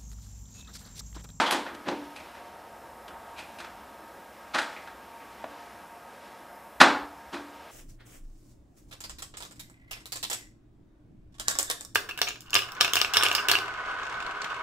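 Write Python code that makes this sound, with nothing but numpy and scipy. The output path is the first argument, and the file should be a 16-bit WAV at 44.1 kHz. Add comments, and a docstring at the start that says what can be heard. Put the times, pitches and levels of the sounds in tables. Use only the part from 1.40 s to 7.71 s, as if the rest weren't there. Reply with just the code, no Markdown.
"""A partly filled plastic bottle lands, bounces and rocks on a wooden table; the hardest landing clips.
Random clicks drive each contact's knock, bottle ring, table thump and crackle; at 4.043 s comes
a dry handling knock close to the microphone. A lingering table ring near 290 Hz is slow to build, and
a small bare room adds dense echoes. Under it a small motor whirs steadily, with drifting air hiss,
a low rumble, a mid hiss and a thin whistle, all shaped noise; a faint antiphase hiss parts the channels."""
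import sys
import numpy as np
from scipy import signal
from scipy.fft import rfft, irfft
from scipy.io import wavfile
from scipy.ndimage import uniform_filter1d

SR = 44100
rng = np.random.default_rng(int(sys.argv[2]) if len(sys.argv) > 2 else 0)


def dump_mix(stems):
    """Bounce the given channels to the path in sys.argv[1] as a 16-bit WAV at rate SR."""
    frames = np.atleast_2d(stems).T  # one column per channel
    limited = np.clip(frames, -1, 1)  # hard clip at full scale
    pcm = np.round(limited * 32767).astype(np.int16)
    wavfile.write(sys.argv[1], SR, pcm)


N = 278305


def undb(db):
    """Amplitude ratio of a level in dB."""
    return 10 ** (np.asarray(db) / 20)


def level(x, db):
    """Scale x to an RMS level in dB re full scale."""
    return x * undb(db) / np.sqrt(np.mean(x ** 2))


def noise(size=N):
    """White Gaussian noise."""
    return rng.standard_normal(size)


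def band(x, hz, width_hz):
    """Two-pole band-pass, gain 1 at the centre."""
    return signal.lfilter(*signal.iirpeak(hz, hz / width_hz, fs=SR), x)


def band_twice(x, hz, width_hz):
    """The same band-pass in series with itself, for steeper skirts."""
    return band(band(x, hz, width_hz), hz, width_hz)


def colour(x, points):
    """Shape the spectrum of x by (f/Hz, gain/dB) points, straight lines over log frequency."""
    hz, db = np.transpose(points)
    f_hz = np.maximum(np.arange(len(x) // 2 + 1) * SR / len(x), 1)
    gain_db = np.interp(np.log(f_hz), np.log(hz), db, left=-80)
    return irfft(rfft(x) * undb(gain_db), len(x))


def walk(rate_hz, size):
    """Random levels held 1 / rate_hz, then smoothed by two moving averages; spread near 1."""
    hold = int(SR / rate_hz)
    steps = np.repeat(noise(size // hold + 1), hold)
    return 1.36 * uniform_filter1d(uniform_filter1d(steps, hold), hold)[:size]


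def click_force(shape):
    """Random clicks under a force envelope, whitened to push all frequencies nearly alike."""
    force = noise(len(shape)) * undb(2.0 * rng.exponential(size=len(shape))) * shape
    for _ in range(4):
        spectrum = rfft(force)
        white = irfft(spectrum / (np.abs(spectrum) + 1e-12), len(shape))
        force = white * shape ** 0.072
    return force * np.sqrt(np.sum(shape ** 2) / np.sum(force ** 2))


def knock(force, hz):
    """The knock's own resonance, broad and short; low knocks are narrower, so more pitched."""
    width_share, widening, widest_hz = 0.7, 0.63, 760
    width_hz = min(width_share * hz * (hz / 1000) ** widening, widest_hz)
    return band_twice(force, hz, width_hz) * np.sqrt(SR / 2 / width_hz)


def ring(force, modes, stretch):
    """Parallel decaying resonances driven by the force, each frequency scaled by its stretch."""
    out = 0
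    for (hz, db, t60_s), factor in zip(modes, stretch):
        width_hz = np.log(1000) / (np.pi * t60_s)
        out = out + undb(db) * np.sqrt(SR / 2 / width_hz) * band(force, hz * factor, width_hz)
    return out


def bottle_ring(force, crackle_db):
    """Bottle modes, shifted at random as the water's place varies; dull knocks ring them less."""
    # bottle modes: f/Hz, level/dB, t60/s
    modes = [(770, -1.5, 0.0074), (864, -1.5, 0.035), (1278, -13, 0.054), (1420, -7, 0.056),
             (1710, -14, 0.07), (2250, -13.5, 0.0037), (3360, -17.5, 0.02)]
    bottle_db, db_per_crackle_db, detune = -7, 0.13, 0.022
    stretch = 1 + detune * noise(len(modes))
    return undb(bottle_db + db_per_crackle_db * min(crackle_db, 0)) * ring(force, modes, stretch)


def table_thump(force):
    """Fixed low modes of the table top."""
    # table-top modes: f/Hz, level/dB, t60/s
    modes = [(115, -14, 0.17), (209, -9.5, 0.044), (271.3, -4.5, 0.046), (350.4, -5.5, 0.036),
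             (522, -7, 0.012)]
    return ring(force, modes, np.ones(len(modes)))


def wall_crackle(force):
    """Broadband crumpling of the thin wall: the coloured force at its own energy."""
    # crackle spectrum: f/Hz, relative level per Hz/dB
    spectrum = [(600, -11), (1500, 3), (3000, 2), (4500, -0.5), (6000, -9), (9000, -7.5), (12000, -3),
                (16000, -16)]
    crackle = colour(force, spectrum)
    return crackle * np.sqrt(np.sum(force ** 2) / np.sum(crackle ** 2))


def room_echoes(sound):
    """Dense echoes that build over a few ms, shortest in the top treble."""
    # echo bands: f/Hz, t60/s, relative level/dB
    bands = [(125, 0.36, -3), (267, 0.37, 3.5), (443, 0.48, 9.5), (930, 0.44, 1), (1920, 0.4, 3),
             (3840, 0.37, 1), (7860, 0.33, 5), (13700, 0.087, 11.5)]
    echo_db, build_ms = 1.5, 1.43
    t = np.arange(SR // 2 + SR // 4) / SR
    tail = 0
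    for hz, t60_s, db in bands:
        tail = tail + undb(db - 60 * t / t60_s) * band_twice(noise(len(t)), hz, hz)
    tail = tail * (1 - np.exp(-1000 * t / build_ms))
    tail = undb(echo_db) * tail / np.sqrt(np.sum(tail ** 2))
    return signal.fftconvolve(sound, tail)[:len(sound)]


def lingering_table_ring(push):
    """A decaying sine, slow to build, driven by the push on the table."""
    hz, db, t60_s, build_ms = 290, 0.82, 0.53, 65
    t = np.arange(SR // 2 + SR // 4) / SR
    envelope = undb(-60 * t / t60_s) * (1 - np.exp(-1000 * t / build_ms))
    response = envelope * np.sin(2 * np.pi * hz * t)
    response = undb(db) * response / np.sqrt(np.sum(response ** 2))
    return signal.fftconvolve(push, response)[:len(push)]


def contacts_and_handling_knock():
    """Brief forces that swell and die within ms, each sent through the same resonances and the room."""
    # bottle contacts, and at 4.043 s a dry handling knock close to the microphone:
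    # t/s at full force, level/dB, rise/ms, fall/ms, knock f/Hz,
    # crackle/dB, table/dB, room send/dB (last three relative to the row's level)
    hits = [(-.05, -19, 26, 4.4, 1060, 1, -11, 5.5), (.066, -32, 9.6, 14, 3130, -1, -11, 2.5),
            (.110, -35, 3, 8.7, 980, 13, -6, -15), (.121, -32.5, 6.4, 7.7, 980, 4, -4, 7),
            (.265, -43, 11, 10.4, 1300, -8, -6, 6.5), (.351, -54, 10, 5.1, 1590, 8, 8.5, -5.5),
            (.474, -40.5, 25, 57, 276, -9, 3, -17), (.487, -34.5, 11.3, 6.2, 795, -1.5, 5.5, -2.5),
            (0.526, -42, 26, 25, 290, -24, 1.5, -29), (.763, -46, 5.4, 6.9, 2480, 4.5, -25, 0),
            (0.804, -49, 5.6, 3.9, 2060, 0, -2, -2), (0.952, -52, 6.5, 3.9, 1450, -2, -5, 4.5),
            (1.682, -51.5, 4.6, 10, 3040, 5.5, 1, -7), (1.709, -49, 6.3, 12, 1300, -22, -9, -1),
            (1.993, -46, 35, 15, 2420, 4, -10, -2.5), (2.187, -49.5, 4.5, 4.6, 2460, 4, -6, 6),
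            (2.203, -42, 3.5, 5.2, 1280, 2.5, -11, -0.5), (2.246, -44.5, 6.4, 8, 1300, -1, -11, -4),
            (3.148, -28, 13, 12, 1210, -1, -13, 2), (3.188, -28.5, 11.3, 13, 1510, 2.5, -31, -6.5),
            (3.218, -40.5, 7.4, 6.2, 1620, 4.5, -25, 2), (3.365, -43.5, 5, 18, 2120, -10, -22, -0.5),
            (3.476, -46.5, 5.1, 18, 1370, -4.5, -10, -3), (3.802, -52, 4, 3.9, 2160, -10, -16, 4),
            (4.043, -30, 3.5, 3.5, 660, -20.5, -9.5, -10), (5.404, -19, 3.5, 15.7, 1600, 1.5, -9.5, -4),
            (5.414, -7.5, 8.2, 5.8, 1140, -2, -10, -2), (5.935, -44, 16, 34.6, 1020, 2, -1, -3.5),
            (5.943, -37.5, 11.4, 12.3, 343, -7, -4.5, -10), (5.969, -41, 9.3, 8.3, 1500, -19, -22, -6),
            (6.006, -49, 15, 13, 326, -20, -9, -23)]
    lead = int(.2 * SR)  # space for a contact before time 0
    crisp_top_hz, crackle_db_per_octave = 6630, 16.5  # treble reach at 0 dB crackle, and its slope
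    size = SR // 4
    t = np.arange(size) / SR - .05
    near, far, push = np.zeros((3, N + lead + size))
    for s, db, rise_ms, fall_ms, knock_hz, crackle_db, table_db, room_db in hits:
        swell = np.clip(1 + 1000 * t / rise_ms, 0, 1) ** 1.38
        fall = np.exp(-1000 * np.abs(t) / fall_ms)
        force = click_force(np.where(t < 0, swell, fall))
        sound = knock(force, knock_hz) + bottle_ring(force, crackle_db)
        sound = sound + undb(table_db) * table_thump(force)
        sound = sound + undb(crackle_db) * wall_crackle(force)
        # less crackle: less treble
        top_hz = crisp_top_hz * 2 ** (crackle_db / crackle_db_per_octave)
        sound = signal.lfilter(*signal.butter(3, top_hz, fs=SR), undb(db) * sound)
        at = lead + int((s + t[0]) * SR)
        near[at:at + size] += sound
        far[at:at + size] += undb(room_db) * sound
        push[at:at + size] += undb(db + table_db) * force
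    heard = (near + room_echoes(far) + lingering_table_ring(push))[lead:lead + N]
    # cut the deep bass below 150 Hz
    return signal.sosfilt(signal.butter(3, 150, "high", fs=SR, output="sos"), heard)


def air_hiss():
    """Broad coloured noise in half-octave steps, each band's level drifting by itself."""
    # hiss spectrum: f/Hz, relative level per Hz/dB
    spectrum = [(15, -62), (25, -43), (48, -23), (322, -6), (368, -8.5), (684, -3), (741, -2), (895, -4.5),
                (970, -6), (1300, -10), (1450, -11), (1620, -11.5), (4620, -28), (14300, -26.5),
                (15500, -25)]
    drift_db, drift_hz = 1.55, 4.55
    hiss = 0
    for hz in 30 * 2 ** np.arange(0, 9.1, .5):
        hiss = hiss + undb(drift_db * walk(drift_hz, N)) * band(noise(), hz, hz / 3)
    return level(colour(hiss, spectrum), -49.5)


def motor_whir():
    """Steady motor tones, each a narrow noise band that wavers."""
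    # motor tones: f/Hz, width/Hz, RMS level/dB
    tones = [(215, 21, -66), (559, 10.5, -63.5), (630, 2.1, -71.5), (703.7, 2.4, -60.5), (880, 34, -75.5),
             (919.6, 12, -54), (1132, 0.83, -63), (1264, 2.4, -60.5), (1615, 26, -62.5)]
    return sum(level(band(noise(), hz, width_hz), db) for hz, width_hz, db in tones)


def low_rumble():
    """Noise around 65 Hz under a slow level curve."""
    # rumble level: t/s, level/dB
    curve = [(0, -63.5), (1.0, -65.5), (1.3, -64.5), (2.3, -62), (2.65, -67), (4.0, -67), (5.1, -73),
             (5.5, -60.5), (6.3, -68)]
    t = np.arange(N) / SR
    return level(band_twice(noise(), 65, 39), 0) * undb(np.interp(t, *np.transpose(curve)))


def mid_hiss():
    """Soft, slightly fluttering noise around 1.4 kHz that comes and goes."""
    # mid hiss level: t/s, level/dB
    curve = [(.55, -58), (.9, -54), (1.4, -65.5), (2.13, -55.5), (2.42, -60), (2.7, -66.5), (3.16, -58),
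             (3.34, -47.5), (3.55, -62), (4.2, -54.5), (4.55, -66.5), (4.87, -56), (5.3, -71), (5.56, -61),
             (5.67, -65.5), (6.3, -54.5)]
    flutter_db, flutter_hz = 0.6, 30
    t = np.arange(N) / SR
    grains = noise() * undb(flutter_db * walk(flutter_hz, N))
    return level(band_twice(grains, 1440, 3000), 0) * undb(np.interp(t, *np.transpose(curve)))


def thin_whistle():
    """A faint noise band at 5.3 kHz with a drifting level."""
    drift_db, drift_hz = 1, 2.48
    return level(band(noise(), 5290, 330), -72) * undb(drift_db * walk(drift_hz, N))


def scene():
    """Bottle and handling sounds over the background, the same on both channels."""
    background = air_hiss() + motor_whir() + low_rumble() + mid_hiss() + thin_whistle()
    mono = contacts_and_handling_knock() + background
    return np.array([mono, mono])


def record(dry):
    """The converter clips at 0.95, adds a hiss of opposite sign per channel and cuts the top."""
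    side_hiss_db, top_hz = -80, 15000
    side = level(noise(), side_hiss_db) * np.array([[1], [-1]])
    top = signal.ellip(14, .3, 70, top_hz, fs=SR, output="sos")
    return signal.sosfilt(top, np.clip(dry, -.95, .95) + side)


dry = scene()
out = record(dry)
dump_mix(out)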